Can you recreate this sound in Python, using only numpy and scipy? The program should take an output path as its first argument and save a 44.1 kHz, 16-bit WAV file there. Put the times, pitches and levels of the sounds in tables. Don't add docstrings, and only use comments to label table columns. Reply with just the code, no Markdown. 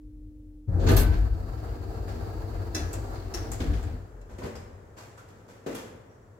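import sys
import numpy as np
from scipy import signal
from scipy.fft import rfft, irfft, next_fast_len
from scipy.io import wavfile
from scipy.ndimage import uniform_filter1d

SR = 44100
rng = np.random.default_rng(int(sys.argv[2]) if len(sys.argv) > 2 else 0)


def wrap_up_sound(samples):
    columns = np.atleast_2d(samples).T
    tamed = np.clip(columns, -1, 1)
    steps = np.round(tamed * 32767).astype(np.int16)
    wavfile.write(sys.argv[1], SR, steps)


N = 281887
TIME = np.arange(N) / SR
FREQ = np.maximum(np.arange(N // 2 + 1) * SR / N, 1)
START_S, UNLOCK_S, BRAKE_S = 0.674, 0.9, 3.58


# time_s, speed_ratio (glide = 1)
DOOR_SPEED = [(0.9, .33), (1.2, 0.77), (1.48, 0.75), (1.62, 0.87), (1.98, 0.99), (2.12, 1.015), (2.65, .98),
              (3.05, 0.98), (3.28, 0.79), (3.42, 1.05), (3.8, 0.79), (4.12, 0.12)]

def door_speed(inertia_s=0.02):
    keep = np.exp(-1 / (inertia_s * SR))
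    drive = np.interp(TIME, *np.transpose(DOOR_SPEED))
    return np.maximum(signal.lfilter([1 - keep], [1, -keep], drive), 1e-6)


def effort(glide_db, power, strain_db, swell_db, hold_s, release_s):
    swell = undb(np.interp(TIME, [START_S, UNLOCK_S], [strain_db - swell_db, strain_db]))
    strain = swell * np.exp(-np.maximum(TIME - UNLOCK_S - hold_s, 0) / release_s)
    onset = np.clip((TIME - START_S) / 0.013, 0, 1)
    return onset * np.hypot(undb(glide_db) * door_speed() ** power, strain)


# pitch_hz, width_hz, level_db
CAR_SWAY_MODES = [(44.3, 3.9, 13), (53.2, 29, 11.5)]
WALL_MODES = [(89.7, 7, 0), (103, 9, -5), (122, 12, -15), (169, 9, -18), (244, 8, -17)]
DOOR_PANEL_MODES = [(244, 9, -8), (294, 10, -3), (316, 10, 0), (338, 11, 0), (382, 11, -2), (404, 12, -7),
                    (447, 10, -2), (476, 14, -6), (548, 16, -9), (648, 18, -13)]

def door_rumble():
    rock = undb(-27.5) * blow(BRAKE_S, rise_s=0.14, decay_s=0.14)
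    sway = effort(glide_db=-37, power=1.72, strain_db=-20, swell_db=14, hold_s=0.27, release_s=0.17)
    drum = effort(glide_db=-38, power=1.4, strain_db=-23, swell_db=2.5, hold_s=0.02, release_s=0.3)
    ring = effort(glide_db=-43.5, power=1.9, strain_db=-25, swell_db=22, hold_s=0.035, release_s=0.081)
    car = pan(4.1) * np.hypot(rock, sway) * shaken(CAR_SWAY_MODES)
    walls = pan(4.7) * drum * shaken(WALL_MODES)
    panels = pan(-0.3) * ring * shaken(DOOR_PANEL_MODES)
    return car + walls + panels


# freq_hz, level_db
ROLLER_SPECTRUM = [(200, 1), (450, -3), (600, 3.5), (800, 3), (1100, -4.5), (1600, -8.5), (2100, -19.5),
                   (3000, -39), (6000, -31.5), (16000, -39)]
GUIDE_SPECTRUM = [(1000, -15), (2100, -6.5), (2700, -2.5), (3400, -8.5), (4600, 2), (5600, -10.5),
                  (7500, -6.5), (8800, -17), (11500, -12), (13500, -9.5), (16000, -12)]

def rollers_and_guides():
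    roll = effort(glide_db=-44.5, power=1.58, strain_db=-34.5, swell_db=19, hold_s=0.039, release_s=0.16)
    slide = effort(glide_db=-58, power=1.5, strain_db=-45.5, swell_db=42, hold_s=0.095, release_s=0.11)
    track = walk(70)
    grind = unit(room(noise(ROLLER_SPECTRUM), wet_db=7.5, low_t60_s=0.14, high_t60_s=0.19))
    rollers = pan(-1.0) * roll * undb(1.9 * track) * grind
    guides = pan(0.86) * slide * undb(track) * noise(GUIDE_SPECTRUM)
    return rollers + guides


# start_s, boom_db, knock_db, decay_s
BUMP_HITS = [(0.886, -15, -23.5, 0.036), (1.11, -20.5, -42, 0.067), (1.66, -33.5, -61, 0.17),
             (2.53, -31, -55, 0.11), (2.80, -34.5, -44.5, 0.07), (3.598, -27.5, -33.5, 0.1),
             (3.649, -31, -35.5, 0.04), (3.715, -31.5, -43, 0.04), (3.85, -31, -46, 0.058),
             (3.925, -44, -47, 0.068), (4.289, -42.5, -51.5, 0.15), (4.430, -43, -60, 0.25)]
# freq_hz, level_db
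BOOM_SPECTRUM = [(25, -27), (42, -1.5), (95, 8.5), (140, -16), (220, -28.5), (450, -26.5), (700, -39),
                 (2000, -35), (8000, -63)]
# pitch_hz, width_hz, level_db
DOOR_FRAME_MODES = [(163.7, 22, -0.5), (191, 14, 1), (225, 11, -5), (248.4, 9.3, 2.5), (295, 21, 2.5),
                    (384, 14, -13), (454, 140, -11)]

def bumps():
    boom = sum(undb(db) * blow(start, 0.02, decay) for start, db, _, decay in BUMP_HITS)
    knock = sum(undb(db) * blow(start, 0.0071, decay) for start, _, db, decay in BUMP_HITS)
    return pan(3.3) * boom * noise(BOOM_SPECTRUM) + pan(0.27) * knock * shaken(DOOR_FRAME_MODES)


# start_s, level_db, rise_s, decay_s, hook_db
LOCK_CLANKS = [(0.794, -43.5, 0.0091, 0.15, -78), (0.864, -27.5, .012, 0.019, -62),
               (0.886, -26.5, 0.0055, .028, -40), (0.912, -41, 0.0067, 0.024, -43),
               (0.963, -25, 0.0058, 0.029, -27.5), (0.990, -38.5, 0.0048, 0.021, -35)]
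# freq_hz, level_db
RATTLE_SPECTRUM = [(150, 13), (400, 7.5), (900, 1), (1200, -4), (1600, -1), (2200, -4.5), (4400, -5.5),
                   (5300, -10.5), (7000, -9), (9500, -24.5), (12000, -41.5), (16000, -25)]
RASP_SPECTRUM = [(3000, -20), (5000, 2), (8000, 0), (9700, -4), (11500, -3), (16000, -5)]
# pitch_hz, level_db, t60_s
LOCK_LEVER_MODES = [(243.5, -3, 1.3), (311.2, 10, 1.43), (474, -6, 0.61), (879, -6.5, .8), (1205, 5, 0.47),
                    (1527, 4.5, 1.1), (1710, 2, 0.65), (2610, -1, .3), (3488, -5, 0.28), (4120, 4.5, 0.23),
                    (4420, 6, 0.17), (6160, -1, 0.28)]
# pitch_hz, width_hz, level_db
LOCK_HOOK_MODES = [(8088, 45, -2), (9065, 60, -7), (10255, 45, -3.5), (11378, 60, -2), (12665, 45, 0),
                   (13730, 70, -8), (13870, 70, -10), (15330, 70, -8), (15440, 70, -11)]

def lock():
    clatter = sum(undb(db) * blow(start, rise, decay) for start, db, rise, decay, _ in LOCK_CLANKS)
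    chatter = sum(undb(db) * blow(start, rise, decay) for start, _, rise, decay, db in LOCK_CLANKS)
    rattle = pan(-0.37) * clatter * undb(2.0 * walk(350)) * noise(RATTLE_SPECTRUM)
    lever_hits = [(start, db - 7.5, rise) for start, db, rise, _, _ in LOCK_CLANKS]
    lever = pan(-1.5) * struck(LOCK_LEVER_MODES, lever_hits, spread=0.0049)
    rasp = undb(-7 + 3.2 * walk(360)) * noise(RASP_SPECTRUM)
    hook = pan(-2.0) * chatter * (resonant_noise(LOCK_HOOK_MODES) + rasp)
    return room(rattle, wet_db=-4.5, low_t60_s=0.46, high_t60_s=0.094) + lever + hook


# start_s, knock_db, snap_db, snap_hz, plate_db, snap_decay_s
HANGER_CLICKS = [(1.135, -49, -58, 4340, -56, 0.025), (1.572, -53, -73, 4600, -67, 0.024),
                 (2.078, -47, -62, 4660, -61, 0.043), (2.746, -33.5, -34.5, 5960, -30.5, 0.026),
                 (2.929, -40.5, -39, 7400, -50, 0.014), (3.145, -50.5, -59.5, 4400, -58, 0.08),
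                 (3.338, -36.5, -36.5, 5700, -45.5, 0.022), (3.515, -43, -43, 7300, -56, 0.027),
                 (3.601, -37, -46, 3350, -51, 0.021), (3.732, -44.5, -58, 3300, -62, 0.037),
                 (3.826, -57, -60.5, 7340, -68, 0.026), (4.212, -63, -67, 7200, -65, 0.0063)]
# freq_hz, level_db
KNOCK_SPECTRUM = [(150, -18), (350, 13), (480, -1), (650, 5), (1000, -6), (1500, -2), (2200, -6.5),
                  (3200, -11.5), (4500, -11), (6500, -13.5), (9000, -20.5), (16000, -28)]
SNAP_SPECTRUM = [(2000, -27), (4500, -31), (7000, 6), (9000, 1), (12000, 3), (16000, -6)]
# pitch_hz, level_db, t60_s
PLATE_MODES = [(1277, -10.5, 0.9), (1688, -3, 0.53), (1980, -11, 0.44), (2664, 1.5, 0.28),
               (3500, -9.5, 0.39), (4070, -0.5, 0.24), (4840, -8, 0.23), (5200, -9, 0.34), (5400, 2, 0.16),
               (5800, -2, 0.13), (6500, 2.5, 0.1), (9540, -6, 0.14)]

def hangers():
    body, edge = noise(KNOCK_SPECTRUM), noise(SNAP_SPECTRUM)
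    clicks = np.zeros((2, N))
    for start, knock_db, snap_db, snap_hz, _, decay in HANGER_CLICKS:
        band = pan(7.1) * resonant_noise([(snap_hz, 0.23 * snap_hz, 0)])
        treble = pan(-5.0) * undb(-4.5) * (snap_hz / 7000) ** 2 * edge
        clicks += undb(knock_db) * blow(start, 0.0069, 2 * decay) * body
        clicks += undb(snap_db) * blow(start, 0.0024, decay) * (band + treble)
    plate_hits = [(start, db, 0.003) for start, _, _, _, db, _ in HANGER_CLICKS]
    plates = pan(1.2) * struck(PLATE_MODES, plate_hits, spread=0.0019)
    clicks *= undb(2.03 * walk(500))
    return room(clicks, wet_db=-7, low_t60_s=0.98, high_t60_s=0.66) + plates


# start_s, thud_db, scuff_db, rise_s, decay_s
FOOTFALLS = [(4.290, -54, -61.5, .006, 0.2), (4.381, -41, -57, .005, 0.075),
             (4.423, -36, -50, 0.034, 0.029), (4.552, -63, -50, 0.0029, 0.035),
             (4.964, -55, -49, 0.016, 0.077), (5.175, -71, -55.5, 0.0084, 0.038),
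             (5.27, -58.5, -64, 0.016, 0.14), (5.478, -54.5, -56.5, 0.011, 0.081),
             (5.661, -29, -47.5, 0.0047, 0.047), (5.704, -53, -53.5, 0.026, 0.032),
             (5.747, -50, -45, 0.0022, 0.068)]
# start_s, pitch_hz, width_hz, level_db, decay_s
SOLE_SQUEAKS = [(4.292, 780, 600, -55, .08), (4.415, 800, 900, -42, .045), (4.428, 4700, 600, -55, .02),
                (4.552, 5000, 500, -52, .014), (4.970, 800, 400, -54, .03), (4.978, 4500, 400, -60, .02),
                (5.168, 7900, 1100, -61, .015), (5.173, 1370, 200, -51, .025),
                (5.745, 10500, 6000, -45, .018), (5.750, 3300, 400, -49, .017), (6.090, 5740, 70, -74, .07)]
# freq_hz, level_db
HEEL_SPECTRUM = [(50, -18), (130, -15), (175, -1), (230, 2), (290, -2), (430, -1.5), (520, -1), (700, -10),
                 (1000, -22.5), (1350, -20), (2000, -21.5), (3000, -29.5), (12000, -44.5)]
SOLE_SPECTRUM = [(200, -19), (800, 8), (1500, 4.5), (2400, -1), (3800, -5.5), (7600, -2.5), (9000, -14),
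                 (12000, -11), (16000, -21)]

def footsteps():
    thud = sum(undb(db) * blow(start, rise, decay) for start, db, _, rise, decay in FOOTFALLS)
    scuff = sum(undb(db) * blow(start, rise, decay) for start, _, db, rise, decay in FOOTFALLS)
    squeak = sum(undb(db) * blow(start, 0.0072, decay) * resonant_noise([(hz, width, 0)])
                 for start, hz, width, db, decay in SOLE_SQUEAKS)
    grit = undb(2.0 * walk(600))
    shoes = thud * noise(HEEL_SPECTRUM) + scuff * grit * noise(SOLE_SPECTRUM) + squeak
    return room(pan(0.4) * shoes, wet_db=-4.0, low_t60_s=1.0, high_t60_s=0.48)


def drive_hum(pitch_hz=302, level_db=-50.5):
    held = np.exp(-np.maximum(TIME - START_S + 0.02, 0) / 0.026)
    tone = unit(np.sin(2 * np.pi * pitch_hz * TIME))
    return pan(-1.1) * undb(level_db + 0.43 * walk(24)) * held * tone


# freq_hz, level_db
SHAFT_SPECTRUM = [(20, -11), (33, -22), (43, 3), (65, -15), (100, -6), (140, -34), (250, -25), (350, -36),
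                  (470, -30), (650, -45.5), (1000, -54), (3000, -61), (16000, -63)]
VENT_SPECTRUM = [(20, -33), (45, 0), (70, -4.5), (103, 10.5), (150, -5), (260, -7.5), (480, -2), (700, -10),
                 (1800, -18.5), (2600, -32), (4500, -37), (7500, -31.5), (9000, -41), (16000, -42.5)]

def air(shaft_db=-46.5, vent_db=-51.5):
    settling = np.interp(TIME, [0.3, 0.42], [undb(-50), 0]) * shaken(CAR_SWAY_MODES)
    inside = np.interp(TIME, [4.0, 5.0], [1, 0])
    shaft = inside * undb(shaft_db) * noise(SHAFT_SPECTRUM)
    opening = np.interp(TIME, [1.7, 3.0], [0, 1])
    drift_db = 0.46 * walk(5.14) + np.interp(TIME, [5.2, 6.3], [1.2, -1.2])
    vent = opening * undb(vent_db + drift_db) * noise(VENT_SPECTRUM)
    return pan(2.6) * (settling + shaft) + pan(1.6) * vent


def undb(db):
    return 10 ** (np.asarray(db) / 20)


def unit(x):
    return x / np.sqrt(np.mean(x ** 2))


def pan(db):
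    return undb(np.array([[db], [-db]]) / 2)


def walk(rate_hz):
    hold = max(int(SR / rate_hz), 1)
    steps = np.repeat(rng.standard_normal(N // hold + 1), hold)
    return 1.42 * uniform_filter1d(uniform_filter1d(steps, hold), hold)[:N]


def blow(start_s, rise_s, decay_s):
    age = TIME - start_s
    attack = np.clip(age / max(rise_s, 1e-4), 0, 1)
    return attack * np.exp(-np.clip((age - rise_s) / max(decay_s, 1e-3), 0, 40))


def field(gain, split_hz=530):
    size = next_fast_len(N)
    hz = np.arange(size // 2 + 1) * SR / size
    mid, side = rfft(rng.standard_normal((2, size)))
    apart = np.clip(0.13 + hz ** 4 / (hz ** 4 + split_hz ** 4), 0, 1)
    both = (mid + apart * side * np.array([[1], [-1]])) / np.sqrt(1 + apart ** 2)
    return unit(irfft(both * np.interp(hz, FREQ, gain), size)[:, :N])


def noise(spectrum):
    hz, db = np.transpose(spectrum)
    return field(undb(np.interp(np.log(FREQ), np.log(hz), db)))


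def resonant_noise(modes):
    power = sum(undb(2 * db) / (1 + ((FREQ - hz) / (0.49 * width)) ** 2) ** 1.87
                for hz, width, db in modes)
    return field(np.sqrt(power))


def shaken(modes):
    ring = resonant_noise(modes)
    local_power = uniform_filter1d(np.mean(ring ** 2, axis=0), SR // 7)
    return ring / np.sqrt(local_power + 1e-6)


def struck(modes, hits, spread, count=3):
    out, t = np.zeros((2, N)), TIME[:SR // 2]
    total = np.sqrt(count / 2 * sum(undb(2 * db) for _, db, _ in modes))
    for start_s, hit_db, rise_s in hits:
        first = int(start_s * SR)
        for hz, db, t60_s in modes:
            cluster_hz = hz * (1 + spread * rng.standard_normal((count, 1, 1)))
            phase = 2 * np.pi * (cluster_hz * t + rng.random((count, 2, 1)))
            envelope = np.exp(-np.log(1000) * t / t60_s) * np.minimum(t / rise_s, 1)
            out[:, first:first + len(t)] += undb(hit_db + db) / total * envelope * np.sin(phase).sum(0)
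    return out


def room(x, wet_db, low_t60_s, high_t60_s):
    t = TIME[:SR]
    white = field(np.ones(len(FREQ)))[:, :SR]
    low = signal.sosfilt(signal.butter(2, 2500, fs=SR, output="sos"), white)
    high = signal.sosfilt(signal.butter(2, 2500, "high", fs=SR, output="sos"), white)
    tail = low * np.exp(-np.log(1000) * t / low_t60_s) - high * np.exp(-np.log(1000) * t / high_t60_s)
    tail = unit(tail * np.minimum(t / 0.0028, 1)) / np.sqrt(SR)
    return x + undb(wet_db) * signal.fftconvolve(x, tail, axes=1)[:, :N]


def scene():
    doors = drive_hum() + door_rumble() + rollers_and_guides() + lock() + hangers()
    return doors + bumps() + footsteps() + air()


def record(dry, low_hz=33, top_hz=15850):
    thin = signal.sosfilt(signal.butter(8, low_hz, "high", fs=SR, output="sos"), dry)
    return signal.sosfilt(signal.ellip(10, 0.2, 80, top_hz, fs=SR, output="sos"), thin)


dry = scene()
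out = record(dry)
wrap_up_sound(out)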